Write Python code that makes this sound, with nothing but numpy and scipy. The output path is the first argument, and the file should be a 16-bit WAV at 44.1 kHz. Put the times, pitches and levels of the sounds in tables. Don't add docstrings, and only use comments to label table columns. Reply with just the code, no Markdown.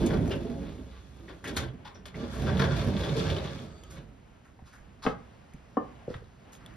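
import sys
import numpy as np
from scipy import signal
from scipy.fft import rfft, irfft, next_fast_len
from scipy.io import wavfile
from scipy.ndimage import uniform_filter1d

SR = 44100
rng = np.random.default_rng(int(sys.argv[2]) if len(sys.argv) > 2 else 0)


def master_out(mix):
    frames = np.transpose(np.atleast_2d(mix))
    ceiling = np.clip(frames, -1, 1)
    pcm = np.round(ceiling * 32767).astype(np.int16)
    wavfile.write(sys.argv[1], SR, pcm)


N = 298116
T = np.arange(N) / SR
SIZE = next_fast_len(N + SR // 2)
HZ = np.maximum(np.arange(SIZE // 2 + 1) * SR / SIZE, 1)

# [f/Hz, level/dB per Hz]
AIR_SPECTRUM = [(20, -23), (37, -7), (62, 3), (140, -2), (240, -6.5), (320, -12.5), (700, -16.5),
                (1200, -23.5), (1900, -27), (3000, -30), (5000, -48.5), (8500, -49.5), (10500, -57),
                (12500, -57), (16000, -68)]
# [t/s, house rumble level/dB, garden hiss level/dB]
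AIR_LEVELS = [(0, -32.5, -91), (1.3, -56.5, -69), (1.75, -50, -66), (4.2, -56.5, -68), (4.46, -57.5, -68.5),
              (5.1, -53, -66.5), (5.7, -56, -64.5), (5.98, -52.5, -63), (6.35, -57.5, -66.5),
              (6.76, -50.5, -61.5)]
FLICKER_DB = 2.5

# [t/s, pane rumble level/dB, track grit level/dB above the rumble]
ROLL_LEVELS = [(0.0, -25.5, -26), (0.17, -31.5, -30), (0.3, -36.5, -24), (0.54, -38.5, -25.5),
               (0.62, -42.5, -21), (0.82, -45, -22.5), (1.0, -67, -3), (1.26, -52, -16.5),
               (1.42, -60.5, -11.5), (1.48, -38.5, -34), (1.603, -39, -9), (1.8, -51.5, -61),
               (1.9, -72, -4), (2.0, -53, -37), (2.131, -71, -12), (2.158, -36, -20), (2.35, -42.5, -15.5),
               (2.42, -32, -21), (2.6, -29, -21.5), (2.72, -31, -19.5), (2.83, -35.5, -11.5),
               (2.88, -28, -24.5), (2.98, -29, -23), (3.2, -34.5, -11), (3.45, -35, -17),
               (3.6, -43.5, -13.5), (3.75, -53, -17), (3.9, -54, -18), (3.98, -48, -12.5), (4.13, -57, -48),
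               (4.2, -88, -38)]
# [rolls until t/s, floor boom and frame drone level/dB above the rumble at median drive,
# then rail scrape, bright top and seal hiss level/dB above the grit]
DOORS = [(2.12, -7.5, -6, -0.75, -7, 3.5), (4.2, -4.5, -6, 1.8, -15.5, -1.5)]
# [f/Hz, width f/Hz, level/dB]
PANE_MODES = [
    [(103, 24, -6.5), (162, 29, 1), (207, 12, 0.5), (235, 24, 0), (288.6, 27, -1.5), (342, 14.6, -4),
     (410, 62, -6.5), (549, 10.4, -8.5), (669, 31, -13.5)],
    [(83.3, 20.4, -1.5), (135.5, 41, 1), (170.8, 24, -2), (201.3, 34, -1.5), (252.5, 54, -5.5),
     (364, 58, -12), (457, 40, -7.5)],
]
# [f/Hz, width f/Hz, level/dB]
FLOOR_MODES = [(36, 33, -36), (61.5, 3.3, 15)]
# [f/Hz, width f/Hz, level/dB]
FRAME_MODES = [(347, 104, 3.5), (450, 98, 3), (540.5, 30, 2.5), (636, 132, -4), (784, 186, -5.5),
               (872, 187, -8)]
# [f/Hz, width f/Hz, level/dB]
RAIL_MODES = [(940, 300, 8), (1181, 46, 11), (1320, 50, 10), (1594, 310, 12), (2370, 220, -3)]
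# [f/Hz, width f/Hz, level/dB]
TRACK_MODES = [(2300, 500, -3), (2850, 450, -2), (3420, 280, 4), (4250, 600, -3), (5300, 1400, -8)]
# [f/Hz, width f/Hz, level/dB]
SEAL_HISS = [(1050, 410, 0.5), (2380, 1900, -3), (4270, 1600, -6.5)]
BUMPS_PER_S, GRIT_PER_S = 500, 3000
FLOOR_PER_RUMBLE = -0.48
FRAME_PER_GRIT = 0.26
MODE_WANDER_DB, MODE_WANDERS_PER_S = 3.5, 12
PATCHY_DB, PATCHES_PER_S = 3, 45

# [t/s, level/dB before a fixed 3.5 dB lift, f/Hz, t60/s]
JOLTS = [(0.035, -22, 348, 0.15), (0.0, -37, 39.2, 0.31), (0.078, -28, 151.1, 0.46), (0.44, -40, 673, 0.37),
         (0.13, -28.5, 443, 0.1), (0.134, -48, 216, 0.098), (0.161, -28, 71.4, 0.32),
         (0.21, -31.5, 384.6, 0.22), (0.451, -29, 416, 0.073), (0.49, -26.5, 241, 0.22),
         (1.575, -27.5, 75.7, 0.17), (2.229, -29.5, 236.5, 0.14), (2.409, -35, 84.5, 0.22),
         (2.481, -25, 145, 0.17), (2.55, -23, 189, 0.18), (2.58, -25, 135.4, 0.34), (2.649, -30, 87, 0.23),
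         (2.86, -30.5, 90, 0.23), (2.863, -25, 234, 0.11), (2.961, -30.5, 91.7, 0.4),
         (3.041, -37, 137, 0.12), (3.2, -34, 87, 0.35), (3.31, -31.5, 89.7, 0.31),
         (1.618, -29.5, 130, 0.27), (3.15, -25.5, 445.4, 0.33), (3.202, -23, 182, 0.1),
         (3.297, -27, 307, 0.025)]
JOLT_RISE_SHARE = 0.042

# [t/s, track level/dB, then level/dB above it of rail, bright top and dull body,
# t60/s of the metal]
CLACKS = [(0.06, -34.5, -40, 0, 6, 0.062), (0.098, -40, 7.5, -25, 9, 0.098),
          (0.126, -45.5, 5.5, -35, 14.5, 0.22), (0.271, -50, -24.5, -6, 17, 0.18),
          (0.305, -37.5, 3.5, -45, 0.5, 0.16), (1.2816, -52, 0.5, -36, 9, 0.094),
          (1.294, -52.5, 6.5, -32, -0.5, 0.14), (1.4394, -43, 6, -2.5, -5, 0.12),
          (1.455, -46, -15, -12, 2, 0.075), (1.473, -34.5, -3, -7, -11, 0.11),
          (1.491, -47.5, 6, -27, 0, 0.1), (1.562, -38.5, -8, 4.5, -11, 0.073),
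          (1.566, -35, 1.5, -1, -3.5, 0.13), (1.623, -47.5, 5.5, -21, 7, 0.14),
          (1.847, -44, 0, -45, -20, 0.15), (1.9478, -54, 5, -36, 3, 0.13),
          (2.0543, -41.5, -1, -7, -10, 0.13), (2.24, -44.5, 6, -30, 11, 0.041),
          (2.313, -59.5, 14.5, 8.5, 16.5, 0.5), (2.46, -44, 3.5, -36, 4.5, 0.11),
          (2.471, -43, 9, -45, 5, 0.2), (2.5716, -40, -27, -39, -24, 0.17),
          (2.5938, -38.5, 10, -35, 6.5, 0.09), (2.611, -36, 6.5, -30, 4, 0.2),
          (2.705, -38.5, 5, -32, -15, 0.19), (2.757, -41, -9, -11, -24, 0.21),
          (2.966, -42.5, 0, -11, 4.5, 0.44), (3.027, -40.5, 0.5, -32, -4, 0.2),
          (3.162, -34, -29, -33, -3, 0.21), (3.297, -36.5, -11, -37.5, -2.5, 0.18),
          (3.36, -50, -16, -33, 13.5, 0.14)]
CLACK_RISE_SHARE, CLACK_PAN_DB = 0.049, 4.5

# [t/s, level/dB, f/Hz, t60/s]
PINGS = [(0.311, -36, 2810, 0.16), (0.315, -45, 1500, 0.13), (1.282, -45, 1940, 0.055),
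         (1.442, -39.5, 1755, 0.31), (1.442, -41, 1910, 0.24), (2.713, -40, 1500, 0.076),
         (2.619, -33, 1248, 0.12), (1.453, -40, 2720, 0.056), (1.568, -26, 4240, 0.025),
         (1.566, -32.5, 1610, 0.048), (1.576, -30.5, 3280, 0.035), (1.624, -48, 3320, 0.1),
         (1.682, -51.5, 3290, 0.095), (1.854, -43.5, 951, 0.25), (1.946, -54.5, 5720, 0.17),
         (2.144, -41.5, 2157, 0.078)]
# [t/s, level/dB]
ROLLER_HITS = [(2.571, -31.5), (2.967, -29.5), (3.012, -32), (3.04, -32), (3.093, -30.5), (3.302, -30),
               (3.366, -30.5), (3.385, -32), (3.475, -36), (3.591, -40)]
# [t/s, level/dB, f/Hz, bright top level/dB above the pitch]
CRACKS = [(3.836, -45, 3180, -5), (4.591, -46, 667, -58), (5.536, -51, 1930, -7), (5.699, -54, 730, -33),
          (5.989, -52, 760, -45), (6.015, -48, 760, -48), (6.102, -51, 4700, -19), (6.118, -53, 1400, -40),
          (6.141, -36, 1660, -42), (6.142, -40, 3200, -31), (6.144, -33.5, 1700, -42),
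          (6.165, -53, 2530, -7), (6.243, -57, 3850, -22), (6.552, -47, 3430, -16),
          (6.662, -39, 3460, -11.5), (6.739, -50, 2390, -17)]
ROLLER_HZ, ROLLER_SPREAD_HZ, ROLLER_T60_S = 3430, 107, 0.016
CRACK_T60_S = 0.026

# [f/Hz, width f/Hz per pass, level/dB of the first pass]
WHINE_BANDS = [(1260, 80, 0), (4620, 220, -11), (6600, 260, -15), (7700, 260, -13)]
# [t/s, level/dB]
WHINE_LEVELS = [(3.5, -66), (3.63, -65.5), (3.79, -63), (3.83, -64), (3.9, -67)]

# [t/s, hiss level/dB before the drag envelope, dull rub level/dB above it,
# bright top level/dB above it, length scale/s]
SCUFFS = [(3.902, -51, 0.5, 3, 0.12), (4.448, -76.5, 22.4, 6, 0.1), (4.66, -55.5, 0.94, -7, 0.15),
          (4.727, -63, 15.5, 3.5, 0.15), (5.026, -37, 1.1, -23, 0.16), (6.09, -53, 4.5, -20, 0.17),
          (6.524, -53.5, 0.75, 7.5, 0.09), (6.6, -70, 17, -14, 0.19), (6.68, -69, 14, -12, 0.25)]

# [t/s, what is trodden on, knock level/dB, contact time/s, left minus right level/dB]
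STEPS = [(3.978, "ground", -37, 0.0035, 3), (4.619, "ground", -38, 0.0054, 2),
         (4.808, "ground", -43, 0.0068, 0), (5.05, "sill", -25, 0.00072, 6),
         (5.0642, "sill", -13, 0.00018, 5), (5.068, "sill", -16, 0.0012, 0),
         (5.0721, "sill", -18, 0.00043, -0.5), (5.092, "sill", -31.5, 0.00084, -2),
         (5.543, "ground", -35, 0.0039, 2), (5.7696, "doorstep", -15, 0.00053, 3.5),
         (6.079, "ground", -24.5, 0.0011, 1), (6.103, "ground", -28, 0.0009, 0),
         (6.113, "ground", -35, 0.00077, 3), (6.15, "ground", -34, 0.0084, 4),
         (6.222, "ground", -41.5, 0.0012, 2)]
# [f/Hz, level/dB, t60/s]
SILL_MODES = [(125, -4, 0.071), (171.3, -3, 0.15), (261, 4.5, 0.042), (332, 1.5, 0.046), (433, 1, 0.11),
              (521, -6, 0.13), (637, 2, 0.027), (816, 1, 0.049), (1020, -1, 0.046), (1120, -6, 0.06),
              (1194, -0.5, 0.074), (1304, 2.5, 0.062), (1596, -3, 0.054), (2054, 0.5, 0.026),
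              (2200, -13, 0.041), (2560, -4, 0.019), (3020, -15, 0.038), (3330, -14, 0.04)]
# [f/Hz, level/dB, t60/s]
DOORSTEP_MODES = [(195, -5.5, 0.11), (244, 0.5, 0.048), (301, -2.5, 0.12), (383, -4.5, 0.098),
                  (490, -1.5, 0.061), (759, -7, 0.069), (888, -13, 0.052), (1070, -5, 0.041),
                  (1145, -2, 0.065), (1196, -10, 0.074), (1355, -16, 0.051), (1585, -13, 0.025),
                  (1780, -12.5, 0.051), (2980, -9.5, 0.041)]
# [f/Hz, level/dB, t60/s]
GROUND_MODES = [(72, -8.5, 0.11), (128, -4, 0.062), (258, 6, 0.03), (362, 1, 0.049), (492, 5.5, 0.038)]
SHUDDER, SHUDDER_S = {"sill": 0.014, "doorstep": 0.0039, "ground": 0.002}, 0.03
HEEL_CRACK_DB, HEEL_CRACK_S = -19, 0.0016
BLOW_SCATTER_DB = 3.5
RING_WAVER = 0.022

# [f/Hz, t60/s, level/dB against the sound sent into the room]
ROOM_TAIL = [(58.6, 0.56, 11), (258, 0.44, -3), (514, 0.23, 10), (900, 0.35, 10.5), (4100, 0.14, 9),
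             (12600, 0.017, 3.5)]
# [t/s, level/dB sent into the room]
INDOORS_LEVELS = [(5.0, -12.5), (5.8, -12.5), (6.1, -11.5), (6.76, -19)]
ROOM_SHIFT_S = 0.07
DOORWAY_DB = 0

# [f/Hz, likeness 0-1]
PORT_LIKENESS = [(40, 0.82), (200, 0.99), (600, 0), (2500, 0.52), (5000, 0), (8000, 0.42), (11000, 0.3),
                 (12500, 0.4), (14000, 1)]
# [f/Hz, left port's lead/radians]
PORT_LEAD = [(100, 0), (300, .3), (700, .7), (1500, -.8), (3000, .9), (5000, 0), (6500, -2.4), (7500, -3.3),
             (8500, -3.7), (9500, -5.3), (10500, -6.2), (11500, -6.4), (12500, -7.6), (13500, -9),
             (14300, -9.4)]
# [f/Hz, left minus right level/dB]
PORT_BALANCE = [(60, -5), (110, -4), (200, -4), (360, -4), (650, 3), (1180, 1), (2140, -0.5), (3890, 2.5),
                (7060, 0), (12800, -1.5)]
SHELF_HZ, SHELF_DB, TOP_HZ = 13350, -8, 15850


def undb(db):
    return 10 ** (np.asarray(db) / 20)


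def unit(x):
    return x / np.sqrt(np.mean(x ** 2))


def over_hz(table):
    hz, value = np.transpose(table)
    return np.interp(np.log(HZ), np.log(np.maximum(hz, 1)), value)


def shape(x, gain):
    return irfft(rfft(x, SIZE) * gain, SIZE)[..., :N]


def resonate(x, body):
    response = 0
    for k, (hz, width, db) in enumerate(body):
        response = response + (-1) ** k * undb(db) / (1 + 1j * (HZ - hz ** 2 / HZ) / width)
    return unit(shape(x, response))


def grains(per_s, spread_db):
    hits = rng.random(N) < per_s / SR
    return hits * rng.standard_normal(N) * undb(spread_db * rng.exponential(size=N))


def walk(rate):
    k = int(SR / rate)
    held = np.repeat(rng.standard_normal(N // k + 1), k)
    return uniform_filter1d(uniform_filter1d(held, k), k)[:N]


def pan(db):
    return undb(np.array([[db], [-db]]) / 2)


def diffuse(mid, side):
    like = np.clip(over_hz(PORT_LIKENESS), 0, 1)
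    common = shape(mid, np.sqrt((1 + like) / 2))
    opposed = shape(side, np.sqrt((1 - like) / 2))
    return common + opposed * np.array([[1], [-1]])


def air():
    s, low_db, hiss_db = np.transpose(AIR_LEVELS)
    low = 1 / (1 + (HZ / 500) ** 2)
    out = 0
    for share, db, lo_hz, hi_hz in ((low, low_db, 40, 300), (1 - low, hiss_db, 1000, 6000)):
        gain = undb(over_hz(AIR_SPECTRUM)) * np.sqrt(share)
        in_band = (HZ > lo_hz) & (HZ < hi_hz)
        gain /= np.sqrt(2 * np.sum(gain[in_band] ** 2) / SIZE)
        noise = diffuse(*shape(rng.standard_normal((2, N)), gain))
        out = out + noise * undb(np.interp(T, s, db) + FLICKER_DB * walk(11))
    return out


def bright():
    body = [(6520, 1010, -2.0), (9260, 1800, -7.0), (11170, 1800, -9.5), (15000, 1100, -13.0)]
    return resonate(grains(5600, 0.72), body)


def pane_rumble(bumps, modes):
    out = 0
    for k, (hz, width, db) in enumerate(modes):
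        level = undb(db + MODE_WANDER_DB * walk(MODE_WANDERS_PER_S))
        out = out + (-1) ** k * level * resonate(bumps, [(hz, width, 0)])
    return unit(out)


def patchy_scrape(grit, body):
    out = 0
    for hz, width, db in body:
        level = undb(db + PATCHY_DB * walk(PATCHES_PER_S))
        out = out + level * resonate(grit, [(hz, width, 0)])
    return unit(out)


def rolling(top):
    bumps = grains(BUMPS_PER_S, 0.5)
    floor = resonate(bumps, FLOOR_MODES)
    frame = resonate(bumps + grains(BUMPS_PER_S, 0.83), FRAME_MODES)
    first_pane, second_pane = [pane_rumble(bumps, modes) for modes in PANE_MODES]

    grit = grains(GRIT_PER_S, 1.6) * undb(FLICKER_DB * walk(30))
    grit = shape(grit, 1 / (1 + (HZ / 7000) ** 4))
    grit = diffuse(grit, np.roll(grit, N // 3))
    rail = patchy_scrape(grit, RAIL_MODES[::3]) + resonate(grit, RAIL_MODES[1:3]) / 2
    track = patchy_scrape(grit, TRACK_MODES)
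    seal = resonate(grains(GRIT_PER_S, 2.0) * undb(4 * walk(20)), SEAL_HISS)

    s, *columns = np.transpose(ROLL_LEVELS)
    pane_db, grit_db = (np.interp(T, s, c) for c in columns)
    until, *door_db = np.transpose(DOORS)
    second = T > until[0]
    pane = np.where(second, second_pane, first_pane)
    floor_db, frame_db, rail_db, top_db, seal_db = (c[second.astype(int)] for c in door_db)
    floor_db = floor_db + FLOOR_PER_RUMBLE * (pane_db - np.median(columns[0]))
    frame_db = frame_db + FRAME_PER_GRIT * (grit_db - np.median(columns[1]))

    scrape = track + undb(rail_db) * rail + undb(top_db) * top + undb(seal_db) * seal
    shaken = pane + undb(floor_db) * floor + undb(frame_db) * frame
    return (T < until[-1]) * undb(pane_db) * (shaken + undb(grit_db) * scrape)


def jolts():
    age, out = np.arange(SR // 2) / SR, np.zeros(N + SR)
    for (s, db, hz, t60), waver in zip(JOLTS, rng.standard_normal((len(JOLTS), len(age)))):
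        ring = np.sin(2 * np.pi * hz * age + 0.018 * np.cumsum(waver))
        rise = 1 - np.exp(-age / (JOLT_RISE_SHARE * t60))
        out[int(s * SR):][:len(age)] += rise * undb(db + 3.5 - 60 * age / t60) * ring
    return out[:N]


def clacks(top):
    rattle = grains(6000, 1.4) * undb(4 * walk(150))
    rail, track = resonate(rattle, RAIL_MODES), resonate(rattle, TRACK_MODES)
    body = resonate(rng.standard_normal(N), FRAME_MODES)
    out = np.zeros((2, N))
    for s, db, rail_db, top_db, body_db, t60 in CLACKS:
        part = slice(int(s * SR), int(s * SR) + SR // 2)
        age = T[part] - s
        rise = 1 - np.exp(-age.clip(0) / (CLACK_RISE_SHARE * t60))
        ring = undb(-60 * age / t60) * (track[part] + undb(rail_db) * rail[part])
        ring = ring + undb(top_db - 60 * age / (0.7 * t60)) * top[part]
        ring = ring + undb(body_db - 60 * age / (2 * t60)) * body[part]
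        out[:, part] += pan(CLACK_PAN_DB) * rise * undb(db) * ring
    return out


def ticks(top):
    age, out = np.arange(SR // 8) / SR, np.zeros(N + SR)
    rows = [(s, db, hz, 0, t60) for s, db, hz, t60 in PINGS]
    for s, db in ROLLER_HITS:
        hz = ROLLER_HZ + ROLLER_SPREAD_HZ * rng.standard_normal()
        rows.append((s, db, hz, 0, ROLLER_T60_S))
    for s, db, hz, top_db in CRACKS:
        rows.append((s, db, hz, undb(top_db), CRACK_T60_S * np.sqrt(1000 / hz)))
    for (s, db, hz, edge_gain, t60), waver in zip(rows, rng.standard_normal((len(rows), len(age)))):
        drift = 0.22 * np.cumsum(uniform_filter1d(waver, size=12))
        ping = np.sin(2 * np.pi * hz * age + drift)
        edge = np.take(top, int(s * SR) + np.arange(len(age)), mode="wrap")
        out[int(s * SR):][:len(age)] += undb(db - 60 * age / t60) * (ping + edge_gain * edge)
    return out[:N]


def whine():
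    once = resonate(rng.standard_normal(N), WHINE_BANDS)
    twice = resonate(once, [(hz, width, 0) for hz, width, _ in WHINE_BANDS])
    return twice * undb(np.interp(T, *np.transpose(WHINE_LEVELS), left=-200, right=-200))


def scuffs(top):
    dust = grains(8000, 0.71)
    rub = resonate(dust, [(1330, 910, 0.14), (1920, 920, -0.5)])
    hiss = resonate(dust, [(4560, 6100, 0)])
    hiss = unit(shape(hiss, 1 / (1 + (HZ / 7000) ** 4)))
    out = np.zeros(N)
    for s, db, rub_db, top_db, length in SCUFFS:
        knots = s + length * np.array([-0.04, 0.069, 0.28, 0.71])
        drag = np.interp(T, knots, [0.005, 0.35, 0.18, 0.0089])
        out += drag * undb(db) * (hiss + undb(rub_db) * rub + undb(top_db) * top)
    return out


def struck_modes(modes, age):
    out = 0
    for k, (hz, db, t60) in enumerate(modes):
        level = undb(db + BLOW_SCATTER_DB * rng.standard_normal() - 60 * age / t60)
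        waver = RING_WAVER * np.sqrt(hz / 1000) * np.cumsum(rng.standard_normal(len(age)))
        out = out + (-1) ** k * level * np.sin(2 * np.pi * hz * age + waver)
    return out


def footfalls():
    age = np.arange(SR // 3) / SR
    rattle_age = age[:SR // 6]
    out = np.zeros((2, N + SR))
    modes = {"sill": SILL_MODES, "doorstep": DOORSTEP_MODES, "ground": GROUND_MODES}
    rattles = rng.standard_normal((len(STEPS), SR // 6))
    for (s, underfoot, db, contact, pan_db), rattle in zip(STEPS, rattles):
        blow = 0.032 * rattle * np.exp(-rattle_age / 0.0046)
        blow += SHUDDER[underfoot] * rattle[::-1] * np.exp(-rattle_age / SHUDDER_S)
        blow[0] = 1
        contact_samples = int(max(contact, 0) * SR)
        push = np.convolve(blow, np.hanning(contact_samples + 3))
        knock = signal.fftconvolve(struck_modes(modes[underfoot], age), push)[:len(age)]
        knock = knock / np.abs(knock).max()
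        burst = rattle * np.exp(-rattle_age / HEEL_CRACK_S)
        crack = np.diff(np.convolve(burst, np.hanning(contact_samples + 22)))
        knock[:len(crack)] += undb(HEEL_CRACK_DB) * crack / np.abs(crack).max()
        out[:, int(s * SR):][:, :len(age)] += pan(pan_db) * undb(db) * knock
    return out[:, :N]


def room(dry):
    age, tails, places = np.arange(SR // 2) / SR, 0, 6
    log_hz = np.log(np.array(ROOM_TAIL)[:, 0])
    for hz in 45 * 2. ** np.arange(9):
        t60, db = (np.interp(np.log(hz), log_hz, c) for c in np.transpose(ROOM_TAIL)[1:])
        edges = [hz / np.sqrt(2), hz * np.sqrt(2)]
        octave = signal.butter(2, edges, "band", fs=SR, output="sos")
        band = signal.sosfilt(octave, rng.standard_normal((places, 2, len(age))))
        tail = band * undb(-60 * age / t60) * (age > 0.002)
        share = np.sqrt(2) * hz / SR
        energy = np.sum(tail ** 2, axis=-1, keepdims=True)
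        tails = tails + undb(db) * tail * np.sqrt(share / energy)
    wet = 0
    for k in range(places):
        away = (T / ROOM_SHIFT_S - k + places / 2) % places - places / 2
        sent = dry * np.cos(np.pi / 2 * away.clip(-1, 1))
        wet = wet + rfft(sent, SIZE) * rfft(tails[k], SIZE)
    return diffuse(*irfft(wet, SIZE)[:, :N])


def scene():
    background = air()
    top = bright()
    door = rolling(top) + jolts() + clacks(top) + whine()
    small = ticks(top)
    feet = scuffs(top) + footfalls()
    indoors = undb(np.interp(T, *np.transpose(INDOORS_LEVELS)))
    sent = np.mean(door + undb(DOORWAY_DB) * (feet + small), axis=0) * indoors
    return door + feet + small + room(sent) + background


def record(dry):
    ports = undb(over_hz(PORT_BALANCE) / 2) * np.exp(0.5j * over_hz(PORT_LEAD))
    dry = shape(dry, np.where(HZ > SHELF_HZ, undb(SHELF_DB), 1))
    stereo = shape(dry, np.array([ports, 1 / ports]))
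    return signal.sosfilt(signal.ellip(8, 0.2, 60, TOP_HZ, fs=SR, output="sos"), stereo)


dry = scene()
out = record(dry)
master_out(out)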